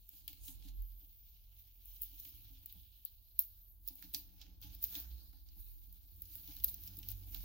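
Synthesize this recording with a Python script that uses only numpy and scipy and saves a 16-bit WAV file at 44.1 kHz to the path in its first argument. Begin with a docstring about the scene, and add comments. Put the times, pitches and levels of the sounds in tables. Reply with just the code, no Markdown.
"""In a workshop, a thin metal sheet is cranked through a small bench roller, close to a two-port microphone.
The sheet hisses and rasps on the rolls (shaped noise and tiny clicks) and snaps on steel (short noise
bursts through resonances, with a room tail). Thin squeals glide up and down (wandering sines). Below, the
bench hums and swells in its low modes (wavering sines) and the vice rings when knocked (noise through
resonances), all over the steady air of the workshop."""
import sys
import numpy as np
from scipy import signal
from scipy.fft import rfft, irfft, next_fast_len
from scipy.io import wavfile
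from scipy.ndimage import uniform_filter1d, map_coordinates

SR = 44100
rng = np.random.default_rng(int(sys.argv[2]) if len(sys.argv) > 2 else 0)


def unload_audio(sound):
    """Save the sound as a 16-bit wav file, at the path given as the first command line argument."""
    columns = np.transpose(np.atleast_2d(sound))
    # keep every value between -1 and 1, then stretch to whole-number steps
    steps = np.round(np.clip(columns, -1, 1) * 32767)
    wavfile.write(sys.argv[1], SR, steps.astype(np.int16))


N = 328104  # samples

# Steady air of the workshop, relative spectrum: (frequency [Hz], density [dB per Hz])
AIR_SPECTRUM = [(12, -23), (28, 6), (60, 8), (79, -13), (140, -16.5), (238, -28.5), (296, -24.5),
                (456, -34.5), (703, -31.5), (1130, -44), (2200, -55), (2860, -64), (4840, -120)]
# Steady friction on the rolls: (time [s], hiss level [dB], rasp level [dB])
FRICTION = [(0.0, -68, -83), (0.6, -62, -74), (0.78, -63.5, -79.5), (1.06, -60.5, -77),
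            (1.45, -65.5, -77.5), (1.8, -61, -75), (2.25, -52.5, -67), (2.75, -64.5, -73.5),
            (3.2, -65, -77.5), (3.5, -61.5, -77), (3.8, -66.5, -86), (3.9, -54, -73), (4.3, -61.5, -72.5),
            (4.58, -68.5, -90), (4.66, -60, -74), (5.1, -56.5, -67.5), (5.42, -63.5, -76.5),
            (6.15, -60, -78), (6.36, -56.5, -67), (7.44, -53, -72)]
# Scuffs and rustles of the sheet; rise and fall each span 20 dB:
# (peak time [s], rise [s], fall [s], hiss level [dB], fizz level [dB], rasp level [dB])
SCUFFS = [(0.165, 0.18, 0.15, -54.5, -67.5, -69), (0.289, 0.01, 0.1, -50, -63, -63),
          (0.483, 0.1, 0.098, -48, -54.5, -63), (0.688, 0.13, 0.045, -61, -66, -64.5),
          (0.883, 0.16, 0.1, -60.5, -90, -103), (1.596, 0.096, 0.14, -56.5, -82, -76),
          (1.866, 0.068, 0.86, -56, -76, -81), (2.03, 0.034, 0.046, -40, -67, -76),
          (2.7, 0.14, 0.55, -56, -75, -73), (3.058, 0.0085, 0.15, -52.5, -93, -70.5),
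          (3.403, 0.02, 0.097, -37.5, -65, -62.5), (3.885, 0.043, 0.042, -48.5, -76, -70),
          (4.04, 0.037, 0.064, -51.5, -70, -61.5), (4.144, 0.013, 0.088, -39.5, -57, -59),
          (4.425, 0.065, 0.13, -78, -95, -63.5), (4.633, 0.027, 0.12, -53, -75, -59),
          (4.744, 0.084, 0.03, -55, -72, -67.5), (4.843, 0.036, 0.12, -39.5, -60.5, -62.5),
          (4.828, 0.0084, 0.03, -36, -75, -54), (4.964, 0.12, 0.12, -40, -65.5, -55.5),
          (5.602, 0.14, 0.58, -53, -76.5, -74), (6.356, 0.31, 0.61, -50.5, -73, -89),
          (6.49, 0.045, 0.57, -53, -87, -65.5), (6.69, 0.066, 0.037, -40, -60.5, -74),
          (6.88, 0.26, 0.011, -48.5, -73, -68.5), (7.099, 0.032, 0.069, -45, -68, -57.5),
          (7.363, 0.11, 0.16, -49.5, -70, -61)]
# Relative spectra of the three rubbing noises: (frequency [Hz], density [dB per Hz])
HISS_SPECTRUM = [(7500, -49), (9500, -25), (11000, -10), (12500, -4), (14000, 2), (15300, 2), (16000, 0)]
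FIZZ_SPECTRUM = [(4500, -30), (6900, -6.5), (8300, -15.5), (10000, -4.5), (12500, -14)]
RASP_SPECTRUM = [(450, -28), (750, -12.5), (1100, -22.5), (1500, -15.5), (1950, -19), (2180, -8.5),
                 (2900, -4), (4000, -2), (5500, -4), (6800, -7), (9000, -52)]
# The rasp narrows towards one band and widens again several times:
# (time [s], narrowed share [0-1], band centre [Hz], level of the rasp's low end [dB])
NARROWING = [(0, 0.56, 3700, -1), (1.9, 0.2, 3150, -0.5), (2.5, 0.36, 3300, -1), (2.9, 0.77, 3700, -3.5),
             (3.35, 0.57, 4010, -3), (3.45, 0.5, 3930, 2.5), (4.8, 0.13, 4020, 2), (5.05, .05, 4000, 9.5),
             (5.2, 0.77, 4400, 2), (5.6, 0.42, 4200, 1.5), (7.44, 0.03, 3900, 3.5)]
# How hard rolling and handling shake the vice and bench: (time [s], level [dB])
LOAD = [(0.0, -92), (0.6, -72.5), (1.41, -94.5), (2.38, -78), (3.32, -96), (3.9, -83), (4.06, -77.5),
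        (5.16, -71.5), (5.39, -82), (6.07, -80), (6.67, -72), (7.44, -70.5)]
# Bench modes: (pitch [Hz], pitch wander [Hz], level over the shaking [dB])
BENCH_MODES = [(44.47, 2.933, 14), (60.65, 3.56, 6.5), (82.8, 1.5, 4.5), (91, 1.73, 2.5),
               (106.1, 2.7, -4.5)]
# Pushes on crank and bench, one list a mode; rise and fall each span 20 dB:
# (peak time [s], rise [s], fall [s], level [dB])
BENCH_SWINGS = [
    [(.81, 0.46, 0.22, -44), (2.1, 0.65, 0.26, -59.5), (2.55, 0.27, 0.24, -63.5), (4.48, 0.39, 0.13, -63.5),
     (5.72, 0.62, 0.43, -54.5), (6.6, 0.33, 0.41, -56), (7.13, 0.23, 0.13, -49), (7.38, 0.25, 0.85, -46.5)],
    [(2.36, 0.11, 0.39, -61.5), (2.8, 0.099, 0.062, -58.5), (4.22, 0.15, 0.072, -59.5),
     (4.7, 0.089, 0.03, -50), (5.14, 0.25, 0.12, -46.5), (5.6, 1, 0.14, -57), (6.62, 0.25, 0.35, -53.5),
     (7.27, 0.11, 0.19, -57)],
    [(6.24, 0.43, 0.86, -64.5)],
    [(6.85, 0.085, 0.79, -59.5), (7.15, 0.24, 0.39, -53.5)],
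    [(.54, 0.15, 0.27, -71.5), (2.4, 0.14, 0.41, -70.5), (4.7, 0.17, 0.068, -60), (6.5, 0.089, 0.37, -69.5)],
]
# The bench stiffens or slackens under the hands: (time [s], pitch change of all modes [%])
STIFFENING = [(.9, -3), (1.4, 2), (4.9, 0), (5.8, -3), (6.2, 2.5), (7.44, 4)]
# The vice and its jaws: (mode pitch [Hz], bandwidth [Hz], relative level [dB])
VICE_MODES = [(178.4, 10.6, 3), (261.2, 9.3, -3.5), (297.1, 19, -3.5), (740, 24, -24), (850, 11, -16.5)]
# Hand and crank knock the vice: (time [s], lowest mode peak [dB], upper modes peak [dB])
KNOCKS = [(0.13, -72, -77), (0.289, -76, -64), (0.48, -70, -57.5), (0.646, -62, -58.5), (1.014, -84, -69.5),
          (2.119, -72.5, -68), (2.259, -74, -68), (2.5, -68, -66.5), (2.747, -62.5, -73), (3.9, -70, -61.5),
          (4.036, -60, -60), (4.134, -61, -55.5), (4.179, -71.5, -64.5), (4.335, -69.5, -67),
          (4.429, -87, -67), (4.475, -84, -62), (4.639, -61.5, -59.5), (4.955, -64.5, -54),
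          (5.33, -71, -68.5), (5.56, -68, -66.5), (6.477, -70, -56.5), (6.976, -61, -59.5),
          (7.06, -71, -64), (7.345, -62.5, -62)]
# The sheet snaps on steel:
# (time [s], tick peak [dB], clack level [dB], clack pitch [Hz], left over right [dB])
SNAPS = [(0.091, -36, -67, 5050, -4), (0.2793, -28.5, -43.5, 3180, 5), (0.331, -40, -60, 2775, 5),
         (0.4812, -37, -47, 3450, -1), (0.6238, -73, -59.5, 3100, 0.5), (0.685, -46.5, -58, 4070, 0),
         (0.823, -44, -74, 2970, 11), (1.857, -41, -72, 3180, 3), (2.0195, -23.5, -64, 4450, 3),
         (2.033, -33, -62, 4260, 7), (2.1997, -34, -59.5, 5600, 7), (2.25, -42, -54, 3170, -3),
         (2.6596, -33, -65, 3780, 1), (2.726, -35, -68, 3820, 2), (3.051, -25.5, -68, 3720, 7),
         (3.3927, -9.5, -48.5, 5600, -5), (3.877, -29, -54.5, 5240, -11), (3.8858, -26.5, -50, 5160, -5),
         (3.9557, -39, -70, 4360, 3), (4.0247, -73, -54.5, 1820, -1), (4.025, -39, -56.5, 3830, -12),
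         (4.139, -32, -48.5, 3140, 2), (4.146, -25.5, -34, 4800, -2.5), (4.4146, -46.5, -49.5, 3720, -4),
         (4.6162, -41, -67, 5300, 6), (4.7497, -36, -73, 3740, -1), (4.8406, -16.5, -48, 5600, 2),
         (4.9525, -32, -39, 3640, -3), (5.001, -29.5, -60, 4030, 0), (5.33, -56, -67, 1280, -2),
         (5.487, -70, -64, 4780, -14), (5.9269, -43, -73, 3600, -1), (6.2206, -29.5, -59.5, 4900, 0),
         (6.2552, -43, -62, 6200, -8), (6.3542, -32.5, -58, 4340, -8.5), (6.4759, -36, -53.5, 3350, 3),
         (6.566, -35, -53, 4050, -2), (6.6, -46, -53.5, 3400, 2), (6.6387, -26, -46.5, 3730, -3),
         (6.6441, -11, -45, 4600, 4), (6.679, -41, -53, 4960, -8), (6.6855, -34, -51, 3970, 1),
         (6.7432, -30, -57, 5930, 1), (6.8366, -37, -57.5, 5800, -3), (6.876, -36, -51.5, 5450, -2),
         (6.97, -35.5, -58, 4960, -6), (6.989, -32.5, -59.5, 4020, 3), (7.0298, -56, -49.5, 3000, 0),
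         (7.0872, -26.5, -50, 5030, -3), (7.1052, -34, -71, 4670, 9), (7.117, -36, -74, 3520, 19),
         (7.346, -30.5, -44, 3420, -4)]
# Relative spectrum of a tick: (frequency [Hz], density [dB per Hz])
TICK_SPECTRUM = [(4120, -62), (7000, -24), (8360, -38), (8900, -26), (11400, -7.5), (13200, -1), (14800, 2),
                 (15700, 7), (16900, -56)]
# How fast the room dies away: (frequency [Hz], time to fall 60 dB [s])
ROOM_DECAY = [(1500, 0.2), (5000, 0.22), (15000, 0.076)]
# Gliding squeals, one list each: (time [s], pitch [Hz], level [dB])
SQUEALS = [
    [(.72, 11000, -84), (.768, 12260, -65), (.82, 12800, -70), (.88, 13650, -65), (.94, 13400, -69),
     (1.06, 13900, -66)],
    [(1.07, 14500, -72), (1.13, 15200, -68), (1.17, 14700, -70), (1.27, 14350, -68), (1.34, 13400, -74),
     (1.44, 10400, -86)],
    [(3.22, 11300, -78), (3.25, 12100, -70), (3.29, 12500, -72), (3.33, 13400, -72), (3.39, 14050, -72)],
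    [(3.47, 13500, -73), (3.56, 14500, -72), (3.62, 13550, -67), (3.71, 13400, -66), (3.75, 12000, -78),
     (3.79, 10600, -90)],
]
# How loud the side strands are, one value a squeal: (level [dB])
FRAYING_DB = (-8, 1, -2, -2)

AIR_DB = -65.5
FIZZ_DB = -22  # steady fizz against the hiss
BANDS_HZ, BAND_WIDTH_HZ, LOW_END_HZ = (3100, 4300), 1300, 2000  # narrowed rasp
BENCH_FOLLOWS = 0.39  # share of the load's swings in dB that the bench follows
PUSH_RISE_S, PUSH_FALL_S = 0.0025, 0.013  # time constants of a knock on the vice
CLACK_CREST_DB = 4.5  # peak of a clack over its level
SNAP_LEAD_IN = 256  # samples kept ahead of each snap
LOW_PASS_HZ = 15850  # low-pass applied to rubbing and room tails; direct ticks bypass it
TOP_HZ = 17087  # band limit of the whole scene
LEFT_LEAD_S, LEAD_FADES_HZ = 9e-5, 3000  # the left port hears low sounds first


def amp(db):
    """Decibels to gain."""
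    return 10 ** (np.asarray(db) / 20)


def unit(x):
    """x at rms 1."""
    return x / np.sqrt(np.mean(x ** 2) + 1e-20)


def along(points, hz):
    """Interpolate (frequency, value) points on a log frequency axis."""
    f, v = np.transpose(points)
    return np.interp(np.log(hz + 1), np.log(f + 1), v)


def curves(rows):
    """One value per sample for each column after the time."""
    s, *cols = np.transpose(rows)
    return [np.interp(np.arange(N) / SR, s, c) for c in cols]


def wobble(rate):
    """A smooth random curve around zero, rate knots a second."""
    steps = np.arange(0, N + 32, 32)
    knots = rng.standard_normal(int(N * 400 / SR))
    return np.interp(np.arange(N), steps, map_coordinates(knots, [steps * rate / SR]))


def swells(rows):
    """Gain per sample for each dB column: every row rises to its peak and falls away, evenly in dB."""
    now = np.arange(0, N + 64, 64) / SR
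    s, rise, fall, *cols = np.transpose(rows)[:, :, None]
    shape_db = -20 * np.maximum((s - now) / rise, (now - s) / fall)
    gains = [np.sqrt(np.sum(amp(2 * (db + shape_db)), axis=0)) for db in cols]
    return [np.interp(np.arange(N) / SR, now, gain) for gain in gains]


def filtered(x, response):
    """x passed through a response given as a function of frequency."""
    m = next_fast_len(x.shape[-1] + 8192)
    return irfft(rfft(x, m) * response(np.fft.rfftfreq(m, 1 / SR)), m)[..., :x.shape[-1]]


def resonance(f, centre, width):
    """Response of one damped mode, 1 at its centre."""
    return 1j * f * width / (centre ** 2 - f * f + 1j * f * width)


def rush(spectrum, alike, grit_db, patchy_db):
    """Stereo noise of rms 1: gritty in short bursts, patchy in time and pitch; alike is the port correlation."""
    z = signal.stft(rng.standard_normal((2, N + 512)), nperseg=512)[2]
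    field = rng.standard_normal(z.shape[1:])
    for axis in (0, 1):
        field = uniform_filter1d(field, size=8, axis=axis)
    a, b = signal.istft(z * amp(patchy_db * unit(field)), nperseg=512)[1][:, :N]
    turn = np.arccos(np.clip(alike, -1, 1)) / 2
    pair = np.array([a + np.tan(turn) * b, a - np.tan(turn) * b])
    grit = amp(grit_db * (wobble(300) + wobble(60)))
    return unit(filtered(pair * grit, lambda hz: amp(along(spectrum, hz))))


def workshop_air():
    """The steady background around the bench: shaped noise, strongest in the lows."""
    return amp(AIR_DB) * rush(AIR_SPECTRUM, alike=.6, grit_db=.3, patchy_db=1.1)


def narrowed(rasp):
    """Above its low end, the rasp blends by a varying share into one band that moves between two centres."""
    share, band_hz, low_db = curves(NARROWING)
    share, up = np.clip(share, 0, 1), np.interp(band_hz, BANDS_HZ, (0, 1))
    lower, upper = [unit(filtered(rasp, lambda f: np.abs(resonance(f, c, BAND_WIDTH_HZ)) ** 2))
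                    for c in BANDS_HZ]
    low = filtered(rasp, lambda f: f < LOW_END_HZ)
    band = (1 - up) * lower + up * upper
    return (1 - share) * (rasp - low) + share * band + amp(low_db) * low


def crackles(gain, low_hz, octaves, count):
    """Grit under the sheet: tiny one-off clicks of random pitch that follow the rubbing level."""
    when, pitch, size, side = rng.random((count, 4)).T
    t, at = np.arange(96) / SR, (when * (N - 96)).astype(int)
    hz = low_hz * 2 ** (octaves * pitch[:, None])
    level = gain[at] * amp(3 - 3.5 * np.log(size + .03))  # a few stand out
    grains = np.sin(2 * np.pi * hz * t) * np.exp(-t * hz / 1.9) * (1 - np.exp(-t * hz)) * level[:, None]
    places = (at[:, None] + np.arange(len(t))).ravel()
    return np.array([np.bincount(places, (grains * share[:, None]).ravel(), N)
                     for share in (side, 1 - side)])


def rubbing():
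    """The sheet slides on the rolls: fine hiss and fizz over a coarser rasp, catching together, with grit."""
    hiss_db, rasp_db = curves(FRICTION)
    steady = amp(hiss_db), amp(hiss_db + FIZZ_DB), amp(rasp_db)
    hiss_gain, fizz_gain, rasp_gain = map(np.hypot, steady, swells(SCUFFS))
    catch = amp(0.87 * wobble(25))
    hiss = rush(HISS_SPECTRUM, alike=.05, grit_db=.9, patchy_db=.8)
    fizz = rush(FIZZ_SPECTRUM, alike=.05, grit_db=1.2, patchy_db=1.6)
    rasp = narrowed(rush(RASP_SPECTRUM, alike=.08, grit_db=1.55, patchy_db=1.7))
    coarse_grit = crackles(rasp_gain, low_hz=2200, octaves=1.7, count=600)
    fine_grit = amp(2.0) * crackles(hiss_gain, low_hz=12500, octaves=0.16, count=500)
    friction = catch * (hiss_gain * hiss + fizz_gain * fizz + rasp_gain * rasp)
    return amp([[-.6], [.6]]) * friction + coarse_grit + fine_grit


def bench():
    """Each mode hums with the shaking and swells when pushed; pitch and strength waver at random."""
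    out = np.zeros((2, N))
    load_db, = curves(LOAD)
    stiffening, = curves(STIFFENING)
    shake_db = load_db.mean() + BENCH_FOLLOWS * (load_db - load_db.mean())
    for (hz, wander_hz, db), rows in zip(BENCH_MODES, BENCH_SWINGS):
        apart = 0.3 + 0.36 * wobble(2.4)  # radians; the two ports hear the mode out of step
        hum = amp(shake_db + db + 3.78 * wobble(12) + 2.2 * wobble(4.3))
        swing = swells(rows)[0] * amp(2.5 * wobble(21))
        gain = np.hypot(hum, swing)
        wander = wander_hz * wobble(13) * hum / gain  # a free swing holds its pitch
        pitch = hz * (1 + stiffening / 100) + wander
        phase = 2 * np.pi * np.cumsum(pitch) / SR
        out += np.sqrt(2) * gain * np.sin([phase + apart, phase - apart])
    return out * amp([[-2.5], [2.1]])


def vice_response(rows):
    """Sum of the vice's modes, alternating in sign."""
    return lambda f: sum((-1) ** k * amp(db) * resonance(f, hz, width)
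                         for k, (hz, width, db) in enumerate(rows))


def vice():
    """Rolling shakes the vice all the time; soft blows ring it briefly, each mixing low and upper modes."""
    shared, own = rng.standard_normal(N), rng.standard_normal((2, N))
    load_db, = curves(LOAD)
    out = amp(load_db) * unit(filtered(shared + 0.55 * own, vice_response(VICE_MODES)))
    t = np.arange(SR // 4) / SR
    for s, *levels_db in KNOCKS:
        at = round(s * SR)
        noise = rng.standard_normal(len(t)) + 0.5 * rng.standard_normal((2, len(t)))
        push = noise * (1 - np.exp(-t / PUSH_RISE_S)) * np.exp(-t / PUSH_FALL_S)
        for rows, db in zip((VICE_MODES[:1], VICE_MODES[1:]), levels_db):
            ring = filtered(push, vice_response(rows))[:, :N - at]
            out[:, at:at + len(t)] += amp(db) * ring / np.abs(ring).max()
    return out * amp([[-.8], [.8]])


def room_tail(x):
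    """A fresh noise tail for one snap; each frequency dies at its own speed."""
    hz, t, z = signal.stft(rng.standard_normal((2, SR // 5)), SR, nperseg=256)
    decay = amp(-60 * t / along(ROOM_DECAY, hz)[:, None])
    tail = signal.istft(z * decay, SR, nperseg=256)[1]
    return signal.fftconvolve(x, tail / np.linalg.norm(tail[0]), axes=1)


def snap_burst(t, t60):
    """Partly shared stereo noise that starts fast and dies in a short and a long slope."""
    def shape(slope_t60):
        fade = (1 - np.exp(-np.abs(t) / (t60 / 8))) * amp(-60 * np.abs(t) / slope_t60)
        return np.where(t > 0, fade, 0)
    noise = 1.09 * rng.standard_normal(len(t)) + rng.standard_normal((2, len(t)))
    return noise * (shape(t60) + 0.27 * shape(5.94 * t60))


def clack_response(hz):
    """The curved sheet as a whole and its free edge resonate; it radiates little outside its band."""
    low_hz = min(2300, 0.63 * hz)

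    def response(f):
        whole_sheet = resonance(f, 4300, 4000)
        free_edge = resonance(f, hz, 800)
        radiation = f ** 4 / (f ** 4 + low_hz ** 4) / (1 + (f / 7500) ** 4)
        return (0.47 * whole_sheet + free_edge) * radiation
    return response


def snaps():
    """Each snap is a bright tick and a duller clack; returns the direct sound and the shop's answer."""
    direct, answer = np.zeros((2, N + SR)), np.zeros((2, N + SR))
    t = np.arange(-SNAP_LEAD_IN, 1792) / SR
    for s, tick_db, clack_db, hz, pan_db in SNAPS:
        tick = filtered(snap_burst(t, .002), lambda f: amp(along(TICK_SPECTRUM, f)))
        clack = filtered(snap_burst(t, .0072), clack_response(hz))
        hit = amp(tick_db) * tick / np.abs(tick).max(axis=1, keepdims=True)
        hit += amp(clack_db + CLACK_CREST_DB) * clack / np.abs(clack).max(axis=1, keepdims=True)
        at = round(s * SR) - SNAP_LEAD_IN
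        direct[:, at:at + len(t)] += hit * amp(pan_db * np.array([[.5], [-.5]]))
        tail = amp(-11) * room_tail(hit)
        answer[:, at + 60:at + 60 + tail.shape[1]] += tail  # 60 samples after the hit
    return direct[:, :N], answer[:, :N]


def squeals():
    """Thin, frayed gliding tones: sines of unsteady pitch, with flickering strands above and below."""
    out, now = np.zeros((2, N)), np.arange(N) / SR
    hz, db = curves([row for rows in SQUEALS for row in rows])
    # each squeal opens and closes over 12 ms
    gates = np.array([np.clip(np.minimum(now - rows[0][0], rows[-1][0] - now) / .012, 0, 1)
                      for rows in SQUEALS])
    main, beside = gates.sum(axis=0), amp(FRAYING_DB) @ gates
    # (gate, pitch offset as a share, level [dB], flicker [dB])
    strands = (main, 0, 3, 1.5), (beside, .038, -2, 3), (beside, -.033, -5, 4)
    for sounding, apart, strand_db, flicker_db in strands:
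        pitch = hz * (1 + apart * (1 + .25 * wobble(8))) + 60 * wobble(160)
        level = amp(db + strand_db + flicker_db * wobble(16) + 2 * wobble(180))
        phase = 2 * np.pi * np.cumsum(pitch) / SR
        out += sounding * level * np.sin(phase + np.array([[0], [1.4]]))
    return out


def scene():
    """All sources over the steady air of the workshop."""
    air = workshop_air()
    direct, answer = snaps()
    lasting = filtered(rubbing() + answer, lambda hz: hz < LOW_PASS_HZ)
    return air + lasting + bench() + vice() + direct + squeals()


def record(dry):
    """The microphone's ports differ a little in phase; nothing is kept above the band limit."""
    def response(hz):
        lead = np.pi * hz * LEFT_LEAD_S / (1 + (hz / LEAD_FADES_HZ) ** 2)
        return (hz < TOP_HZ) * np.exp(1j * lead * np.array([[1], [-1]]))
    return filtered(dry, response)


dry = scene()
out = record(dry)
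unload_audio(out)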